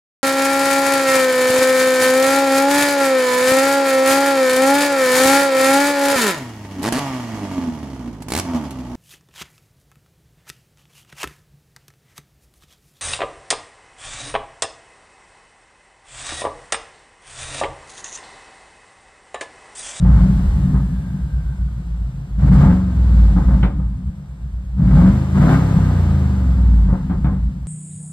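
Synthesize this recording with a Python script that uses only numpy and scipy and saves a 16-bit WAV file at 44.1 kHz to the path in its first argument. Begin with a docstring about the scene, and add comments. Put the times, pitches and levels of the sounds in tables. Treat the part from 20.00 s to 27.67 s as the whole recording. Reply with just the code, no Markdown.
"""A turbocharged cross-plane V8, parked, is blipped and then revved twice; a phone records it in the closed cabin.
Engine orders and uneven firings ring the cabin air as boom and drone; each firing adds a rasping puff of gas.
The engine bay hisses louder with speed, injectors sizzle, and a turbocharger whirrs as spare air rushes out.
Off the throttle the note falls and the exhaust burbles and pops on the way back to idle."""
import sys
import numpy as np
from scipy import signal
from scipy.fft import rfft, irfft, next_fast_len
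from scipy.io import wavfile
from scipy.ndimage import uniform_filter1d, minimum_filter1d

SR = 44100
rng = np.random.default_rng(int(sys.argv[2]) if len(sys.argv) > 2 else 0)


def pcm_store(signal):
    """Save signal as 16-bit PCM."""
    levels = np.round(np.clip(np.atleast_2d(signal), -1, 1) * 32767)
    wavfile.write(sys.argv[1], SR, levels.astype(np.int16).T)


N = 338247
T = np.arange(N) / SR
SIZE = next_fast_len(N + SR // 2, real=True)  # room for echo tails
HZ = np.arange(SIZE // 2 + 1) * SR / SIZE + 1e-3  # never quite zero, for the logarithms
IDLE_HZ = 7.67  # reference idle, four-stroke cycles per second; eight firings a cycle


def undb(db):
    """Decibels to gain."""
    return 10 ** (np.asarray(db) / 20)


def curves(table):
    """Each column of a table, joined by straight lines in time."""
    times, *columns = np.transpose(table)
    return [np.interp(T, times, column) for column in columns]


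def unit(x):
    """Scale to rms 1."""
    return x / np.sqrt(np.mean(x ** 2))


def steady(x, span_s):
    """Scale to rms 1 over a sliding span."""
    power = uniform_filter1d(x ** 2, int(span_s * SR))
    power = uniform_filter1d(power, int(span_s * SR / 2))
    return x / np.sqrt(np.abs(power) + 1e-12)


def through(x, response):
    """Pass a sound through a frequency response."""
    return irfft(rfft(x, SIZE) * response, SIZE)[..., :N]


def delay(seconds):
    """Response of a pure delay."""
    return np.exp(-2j * np.pi * HZ * seconds)


def colour(points):
    """Causal, minimum-phase response of an outline of f/Hz, level/dB."""
    hz, db = np.transpose(points)
    log_gain = np.log(undb(np.interp(np.log(HZ), np.log(hz), db)))
    cepstrum = irfft(log_gain, SIZE)
    return np.exp(rfft(2 * cepstrum[:SIZE // 2], SIZE) - cepstrum[0])


def resonance(hz, width_hz, db):
    """Response of one damped mode."""
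    return undb(db) / (1 + 1j * (HZ ** 2 - hz ** 2) / (HZ * width_hz))


def ringing(outline, modes):
    """A broad outline with modes standing up from it."""
    return colour(outline) * (1 + sum(resonance(*mode) for mode in modes))


def noise():
    """Two unrelated noises, one for each side of the cabin."""
    return rng.standard_normal((2, N))


def wander(rate_hz):
    """Smooth chance, rms 1."""
    knots = rng.standard_normal(int(3 * rate_hz * N / SR) + 4)
    return unit(np.interp(3 * rate_hz * T, np.arange(len(knots)), knots))


def swell(start_s, end_s, attack_s, release_s):
    """Attack, hold and release, 0-1."""
    rise = 1 - np.exp(-np.maximum(np.minimum(T, end_s) - start_s, 0) / attack_s)
    return rise * np.exp(-np.maximum(T - end_s, 0) / release_s)


def interior(x, t60_s=0.15, echo_db=-2.5, lead_s=0.000088):
    """A sound reaches the left microphone first, then glass and trim scatter it briefly around both."""
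    tail = noise() * undb(-60 * T / t60_s)
    tail = tail / np.sqrt(np.sum(tail ** 2, axis=1, keepdims=True))
    direct = delay(np.array([[0], [lead_s]]))
    response = direct + undb(echo_db) * rfft(tail, SIZE)
    # the many reflections leave fine ripples but no broad colour
    return through(x, response / np.sqrt(uniform_filter1d(np.abs(response) ** 2, size=1100)))


PORT_LAG_S = 10.5 / SR  # time for sound to cross the phone


def ports(sides, far_db):
    """Sound from each side reaches the near microphone first, the far one later, at far_db."""
    return unit(sides + undb(far_db) * through(sides[::-1], delay(PORT_LAG_S)))


# engine speed through the opening blip and the two revs: t/s, f/Hz (four-stroke cycles per second)
BLIP = [(0, 10.2), (.2, 14), (.3, 14.9), (.42, 15.5), (.55, 14.7), (.88, 10.4), (1.22, 8.5), (1.68, 7.3),
        (2.34, 6.5)]
FIRST_REV = [(2.45, 11.5), (2.55, 15.2), (2.65, 19.8), (2.73, 23), (2.82, 23.4), (3, 21.1), (3.3, 17.5),
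             (3.45, 15.3), (3.9, 10.8), (4.15, 9.2), (4.35, 8.3), (4.76, 7.6)]
SECOND_REV = [(4.85, 13), (4.95, 18.5), (5.03, 22.8), (5.12, 25.4), (5.2, 26.3), (5.32, 26.3), (5.5, 32.3),
              (5.56, 33.1), (5.7, 32.9), (6, 29.2), (6.4, 23.2), (6.8, 17.9), (7, 15), (7.67, 8.8)]


def engine_speed():
    """Crankshaft speed in four-stroke cycles per second."""
    speed, = curves([*BLIP, *FIRST_REV, *SECOND_REV])
    return speed


# presses of the pedal and what each adds: down t/s, up t/s, boom, drone, rasp and hiss level/dB
PRESSES = [(0, 0.215, 4, 4.5, 9, 3), (2.379, 2.711, 6, 8.5, 12.5, 6), (4.762, 5.068, 1.5, 6, 7, 0),
           (5.344, 5.545, -3.5, 4.5, 8.5, 3.5)]
PRESS_ATTACK_S, PRESS_RELEASE_S = 0.012, 0.056  # cylinder pressure follows the pedal
LOAD_ATTACK_S, LOAD_RELEASE_S = 0.13, 0.18  # the tone of the exhaust follows it more slowly


def pedal():
    """Load on the engine, 0-1, and the dB that the presses add to boom, drone, rasp and hiss."""
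    load, push_db = 0, 0
    for down, up, *gains_db in PRESSES:
        load = load + (1 - load) * swell(down, up, LOAD_ATTACK_S, LOAD_RELEASE_S)
        push_db = push_db + np.outer(gains_db, swell(down, up, PRESS_ATTACK_S, PRESS_RELEASE_S))
    return np.clip(load, 0, 1), push_db


def loudness(speed, idle_db, per_octave_db):
    """A layer grows by a fixed number of dB with each doubling of engine speed."""
    return idle_db + per_octave_db * np.log2(speed / IDLE_HZ)


# air noise above what speed and pedal give; rasp and drone take a share of it: t/s, level/dB
AIR_LEVEL = [(0, 4), (.3, 6.5), (1, 6), (2.33, 7.5), (2.39, 4), (2.48, 4.5), (2.6, 9), (2.72, -0.5),
             (2.86, -3), (3.2, 4.5), (3.62, 5.5), (3.72, -2), (4.7, 2.5), (4.95, 7), (5.27, 0.5),
             (5.45, 2.5), (5.53, 3.5), (5.63, 2), (6.6, 0.5), (7.67, 1)]


def air_level():
    """The dB by which the air noise rises and dips."""
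    air_db, = curves(AIR_LEVEL)
    return air_db


# the low end shifts briefly, mostly down: start t/s, end t/s, boom level/dB, drone level/dB
LULLS = [(0.247, 0.299, -9.5, 4.5), (0.452, 0.539, 4, -9), (0.99, 1.223, -4.5, -0.5),
         (1.286, 1.322, -12.5, 1.5), (1.553, 1.585, -10.5, -8.5), (1.683, 1.906, -8, 1),
         (2.087, 2.319, -8.5, 1.5), (2.734, 2.944, -3, -2.5), (3.88, 4.03, -4.5, -2.5),
         (4.101, 4.426, -13, -5.5), (4.426, 4.728, -5, -5), (5.228, 5.324, -5, -3),
         (6.963, 7.114, -6.5, -0.5), (7.485, 7.675, -7, -1)]
LULL_FADE_S = 0.0063


def lulls():
    """The dB by which each lull shifts boom and drone."""
    return sum(np.outer(shifts_db, swell(start, end, LULL_FADE_S, LULL_FADE_S))
               for start, end, *shifts_db in LULLS)


# spells of uneven burning off the throttle: start t/s, end t/s, unevenness (0-1)
BURBLES = [(0.55, 0.73, 1), (0.981, 1.17, 0.2), (3.329, 3.636, 0.6), (6.87, 7.305, 0.4), (7.446, 7.55, 0.2)]
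BURBLE_ATTACK_S, BURBLE_RELEASE_S = 0.03, 0.08
EVEN_SCATTER, STUMBLE_S = 0.09, 0.07  # smooth running; length of the stumble as the pedal goes down
IDLE_SCATTER, IDLE_SCATTER_SPAN_HZ = 0.15, 7  # burning grows lumpy towards idle


def unevenness(speed):
    """Firings scatter a little always, more near idle, as the pedal goes down and in the burbles."""
    uneven = EVEN_SCATTER + IDLE_SCATTER * np.exp(-((speed - IDLE_HZ) / IDLE_SCATTER_SPAN_HZ) ** 2)
    for down, *_ in PRESSES:
        uneven = uneven + swell(down, down + STUMBLE_S, BURBLE_ATTACK_S, BURBLE_RELEASE_S)
    for start, end, size in BURBLES:
        uneven = uneven + size * swell(start, end, BURBLE_ATTACK_S, BURBLE_RELEASE_S)
    return uneven


# exhaust as the silencer passes it into the cabin: f/Hz, level/dB
MUFFLER = [(20, -45), (38, -22), (45, -11), (55, -4), (68, -10), (80, -11), (95, -10.5), (112, -12),
           (130, -6), (165, -7), (195, -7), (212, -15), (232, -23), (270, -21.5), (330, -34), (450, -38.5),
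           (600, -31), (750, -33.5), (1500, -77.5)]
# modes of exhaust and cabin air: f/Hz, width f/Hz, level/dB
CABIN = [(59.4, 5.76, 3), (142.3, 7.2, -4), (186.9, 11, 3), (246.5, 9.8, 11), (299, 14, 3.5)]


def cabin_air():
    """The silencer's outline with the modes of the cabin air on it."""
    return ringing(MUFFLER, CABIN)


# outline of the rasp inside the cabin: f/Hz, level/dB
RASP = [(150, -31.5), (280, 10), (370, 5), (440, -3), (520, 0.5), (800, -4), (1300, -5.5), (1750, -14.5),
        (2000, -12.5), (2450, -22), (3200, -23.5), (6000, -45), (12000, -78.5)]
# pipe and panel resonances: f/Hz, width f/Hz, level/dB
PANELS = [(545, 27, 1), (719, 29, -0.5), (871, 38, 3.5), (1004, 80, -2.5), (1254, 53, -3.5),
          (1600, 220, -0.5), (1670, 240, -27.5)]


def pipes_and_panels():
    """The outline of the rasp with pipe and panel resonances on it."""
    return ringing(RASP, PANELS)


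def firings(cycle, sizes):
    """One pulse for each of the eight firings of a cycle."""
    count = (8 * cycle).astype(int)
    return np.diff(count, prepend=0) * sizes[count]


THROB_DEPTH, THROB_SPAN_HZ = 0.13, 1.5


def throb(cycle, speed):
    """Gain of the lumpy idle, one swell a cycle, fading away from idle speed."""
    depth = THROB_DEPTH * np.exp(-((speed - IDLE_HZ) / THROB_SPAN_HZ) ** 2)
    return 1 + depth * np.cos(2 * np.pi * cycle)


# engine orders; the unevenly firing banks give 3 and 5, the firing rate 8:
# multiple of the cycle rate, level/dB on throttle, level/dB off throttle, level/dB near idle
ORDERS = [(2, -8.5, -27.5, -24.5), (3, -10.5, -3.5, -11), (4, -5, -16, -22), (5, -7.5, -6, -19),
          (6, -23, -15, -13.5), (7, -9.5, -16.5, -10), (8, 0, -11, -4), (9, -10, -19.5, -22.5),
          (10, -9, -15.5, -13.5), (11, -6.5, -12, -14), (12, -16, -14, -13), (13, -4.5, -13, -14),
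          (14, -20, -23, -15.5), (15, -16.5, -16.5, -20), (16, -9, -12.5, -13.5), (17, -22, -13.5, -19),
          (18, -15, -15, -21), (19, -17, -19.5, -15), (21, -17.5, -15, -20), (24, -13.5, -10.5, -20)]
IDLE_LOAD_SPAN_HZ = 2.8  # the idle governor takes over as the speed sinks this close to idle
# orders WAVER_DEPTH_DB down waver in full, stronger ones less; load steadies them all
WAVER_DB, FLUTTER_DB, WAVER_DEPTH_DB = 2, 2.5, 11


def exhaust(cycle, speed, throttle, uneven, cabin, boom_db, drone_db):
    """Wavering engine orders and scattered firings ring the cabin; an order swells as it crosses a mode."""
    idling = np.exp(-(np.maximum(speed - IDLE_HZ, 0) / IDLE_LOAD_SPAN_HZ) ** 2)
    tone = 0
    for multiple, on_db, off_db, idle_db in ORDERS:
        closed_db = off_db + idling * (idle_db - off_db)
        db = closed_db + throttle * (on_db - closed_db)
        waver_share = np.clip(-db / WAVER_DEPTH_DB, .4, 1.1) * (1 - .6 * throttle)
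        db = db + waver_share * (WAVER_DB * wander(4.4) + FLUTTER_DB * wander(18))
        tone = tone + undb(db) * np.sin(2 * np.pi * (multiple * cycle + rng.random()))
    low_band = signal.butter(2, [16, 341], "band", fs=SR, output="sos")
    scatter = signal.sosfilt(low_band, firings(cycle, rng.standard_normal(4096)))
    body = through(tone + uneven * steady(scatter, 0.062), cabin)
    # the lowest air mode booms; the higher ones carry the drone
    low = 1 / (1 + (HZ / 105) ** 16)
    boom = through(body, low) * throb(cycle, speed) * undb(boom_db)
    drone = through(body, 1 - low) * undb(drone_db)
    return boom + drone


# strength of the eight firings in their order: level/dB
CYLINDERS = [1.5, -3, 1, -1.5, 0, 1.5, -3, 0]
# the bank of each firing: 0 near, 1 far
BANKS = [0, 1, 1, 0, 1, 0, 0, 1]
FAR_BANK_LAG_S = 0.0011  # the far bank has the longer pipe


def rasp(cycle, speed, throttle, panels, level_db, sharp=0.61, growl=1.9):
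    """Each firing puffs gas; on throttle puffs sharpen and pressure fronts of both banks growl."""
    count = (8 * cycle).astype(int)
    sizes = undb(np.resize(CYLINDERS, 4096) + .8 * rng.standard_normal(4096))
    puff_shape = sizes[count] * np.exp(-sharp * (8 * cycle % 1))
    puffs = rng.standard_normal(N) * puff_shape ** np.sqrt(throttle + 0.15)
    far = np.resize(BANKS, 4096)
    near_fronts = firings(cycle, sizes * (1 - far))
    far_fronts = through(firings(cycle, sizes * far), delay(FAR_BANK_LAG_S))
    growl_level = growl * throttle ** 2 * (speed / speed.max()) ** 2
    fronts = steady(near_fronts + far_fronts, 0.28) * growl_level
    gas = steady(through(steady(puffs, 0.1) + fronts, panels), 0.27)
    return unit(interior(gas)) * undb(level_db)


# engine-bay hiss as it comes into the cabin: f/Hz, level/dB
HISS = [(300, 10), (1000, 12.5), (1700, 13.5), (2500, 9), (3400, 7.5), (5000, 3), (6200, 2), (7700, 3),
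        (9500, -8), (11500, -5), (14000, -10.5)]


def engine_bay(cycle, level_db, flutter=0.082):
    """Intake air and valve gear hiss from both sides, fluttering with the firings."""
    hiss = noise() * (1 + flutter * np.cos(2 * np.pi * 8 * cycle))
    sides = interior(through(hiss, colour(HISS)), t60_s=.06, echo_db=2)
    return ports(sides, far_db=-8) * undb(level_db)


def injectors(cycle, level_db=-71, depth=.25):
    """A thin sizzle from the fuel system swells a little once a cycle."""
    sizzle = noise() * (1 + depth * np.cos(2 * np.pi * cycle))
    return ports(through(sizzle, resonance(8100, 6300, 0) ** 2), far_db=0.5) * undb(level_db)


# outline of the crack: f/Hz, level/dB
CRACK = [(200, 12.5), (500, 2), (1200, -1.5), (2200, 0), (2700, -4), (3800, -7), (5000, -31), (8000, -45),
         (13000, -59.5)]
# the tailpipe rings after a crack: f/Hz, width f/Hz, level/dB
PIPE_RINGS = [(590, 40, 5), (1000, 60, 4), (1450, 99, 3), (2240, 90, -4.5), (3100, 95, -2.5)]
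# unburnt fuel popping in the exhaust: t/s, thump level/dB, bark level/dB, crack level/dB
POPS = [(0.048, -18.5, -28, -62), (0.091, -7.5, -37, -54), (0.711, -15, -38, -70), (.743, -2, -30, -51),
        (1.142, -10.5, -46, -70), (2.572, -20.5, -30, -39), (2.628, -7.5, -22.5, -46), (2.66, 6, -22, -56),
        (3.365, -1.5, -23.5, -63), (3.398, -26.5, -45.5, -62), (3.485, -7.5, -26, -57),
        (3.529, -9, -35.5, -59), (3.629, -3, -24.5, -21), (3.645, -6.5, -38, -39), (3.788, -11, -38, -68),
        (5.765, 0.5, -31.5, -64), (6.888, -7, -29, -68), (6.926, -8, -29.5, -61), (7.098, -6, -27.5, -37),
        (7.245, -0.5, -24.5, -32.5), (7.268, -9, -50, -48), (7.32, -4, -39.5, -65)]
THUMP_RISE_S, THUMP_S = 0.001, 0.012
BARK_RISE_S, BARK_S, FRONT_DB = 0.0075, 0.044, 2  # the front is set relative to the bark
CRACK_RISE_S, CRACK_S = 0.0014, 0.012  # the silencer rounds the rise
TAIL_DB, TAIL_S = -15, 0.053  # echo outside, relative to the crack


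def pops(cabin, panels):
    """A pop thumps the cabin; its front slaps and barks through the panels, cracks and echoes outside."""
    thump, front, bark, crack = np.zeros((4, N))
    for s, thump_db, bark_db, crack_db in POPS:
        start = int(s * SR)
        age = T[:N - start]
        thump[start:] += undb(thump_db) * (1 - np.exp(-age / THUMP_RISE_S)) * np.exp(-age / THUMP_S)
        front[start] += undb(bark_db + FRONT_DB)
        bark[start:] += undb(bark_db) * (1 - np.exp(-age / BARK_RISE_S)) * np.exp(-age / BARK_S)
        decay = np.exp(-age / CRACK_S) + undb(TAIL_DB) * np.exp(-age / TAIL_S)
        crack[start:] += undb(crack_db) * (1 - np.exp(-age / CRACK_RISE_S)) * decay
    cabin_peak = np.abs(irfft(cabin, SIZE)).max()
    thud = through(np.diff(thump, prepend=0), cabin / cabin_peak / (1 + (HZ / 500) ** 4))
    dull, sharp = noise()
    throat = panels * (1 + resonance(930, 13000, -13)) / (1 + (HZ / 2000) ** 4)
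    slap = through(front, throat / np.abs(irfft(throat, SIZE)).max())
    barks = bark * unit(through(dull, throat))
    cracks = crack * unit(through(sharp, ringing(CRACK, PIPE_RINGS)))
    return thud + interior(slap + barks + cracks, t60_s=0.083, echo_db=-4.5)


# the whirr and the rush of air: start t/s, end t/s, level/dB
WHIRR = (0.26, 1.5, -55.5)
AIR_RUSH = (.08, .7, -61.5)
TURBO_START_HZ, TURBO_REST_HZ, TURBO_COAST_S = 2160, 1203, 1.3  # pitch sinks from 0 s on


def turbo():
    """The turbocharger coasts down with a faint, breathy whirr while spare air rushes out."""
    hz = TURBO_REST_HZ + (TURBO_START_HZ - TURBO_REST_HZ) * np.exp(-T / TURBO_COAST_S)
    phase = 2 * np.pi * np.cumsum(hz) / SR
    whirr = wander(70) * np.cos(phase) + wander(70) * np.sin(phase)
    air = ports(through(noise(), resonance(9200, 5000, 0) ** 2), far_db=-4)
    whirr_start, whirr_end, whirr_db = WHIRR
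    air_start, air_end, air_db = AIR_RUSH
    whirr_level = undb(whirr_db) * swell(whirr_start, whirr_end, attack_s=0.18, release_s=0.33)
    rush_level = undb(air_db) * swell(air_start, air_end, attack_s=0.14, release_s=0.81)
    return interior(whirr * whirr_level) + air * rush_level


# balance of the exhaust between the sides of the cabin: f/Hz, left minus right level/dB
LEAN = [(60, 0), (150, 0.54), (300, 2), (600, 0.4), (1300, 5), (2300, -3.5), (5000, 6)]


def scene(air_in_rasp=0.94, air_in_drone=0.48):
    """One crankshaft drives the exhaust and engine bay; speed and pedal set how loud they are."""
    speed = engine_speed()
    cycle = np.cumsum(speed) / SR
    throttle, (boom_push, drone_push, rasp_push, hiss_push) = pedal()
    boom_lull, drone_lull = lulls()
    air_db = air_level()
    boom_db = loudness(speed, idle_db=-12.5, per_octave_db=7.5) + boom_push + boom_lull
    drone_db = loudness(speed, idle_db=-17.5, per_octave_db=5.5) + drone_push + drone_lull
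    drone_db = drone_db + air_in_drone * air_db
    rasp_db = loudness(speed, idle_db=-56.5, per_octave_db=11.5) + rasp_push + air_in_rasp * air_db
    hiss_db = loudness(speed, idle_db=-61, per_octave_db=8.5) + hiss_push + air_db
    cabin, panels = cabin_air(), pipes_and_panels()
    tailpipes = exhaust(cycle, speed, throttle, unevenness(speed), cabin, boom_db, drone_db)
    tailpipes = tailpipes + rasp(cycle, speed, throttle, panels, rasp_db) + pops(cabin, panels)
    lean = colour(LEAN) ** np.array([[.5], [-.5]])  # half to each side
    return through(tailpipes, lean) + engine_bay(cycle, hiss_db) + injectors(cycle) + turbo()


TOP_HZ = 13900  # top of the phone's range


def record(dry, ceiling=0.9):
    """The phone's limiter holds the loudest peaks, and the top is cut."""
    room = np.minimum(1, ceiling / (np.abs(dry).max(axis=0) + 1e-9))
    gain = uniform_filter1d(minimum_filter1d(room, size=700), size=700)
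    end_fade = np.minimum(1, (T[-1] - T) / .006)
    top_cut = signal.ellip(8, .2, 70, TOP_HZ, fs=SR, output="sos")
    return signal.sosfilt(top_cut, dry * gain * end_fade)


dry = scene()
out = record(dry)
pcm_store(out)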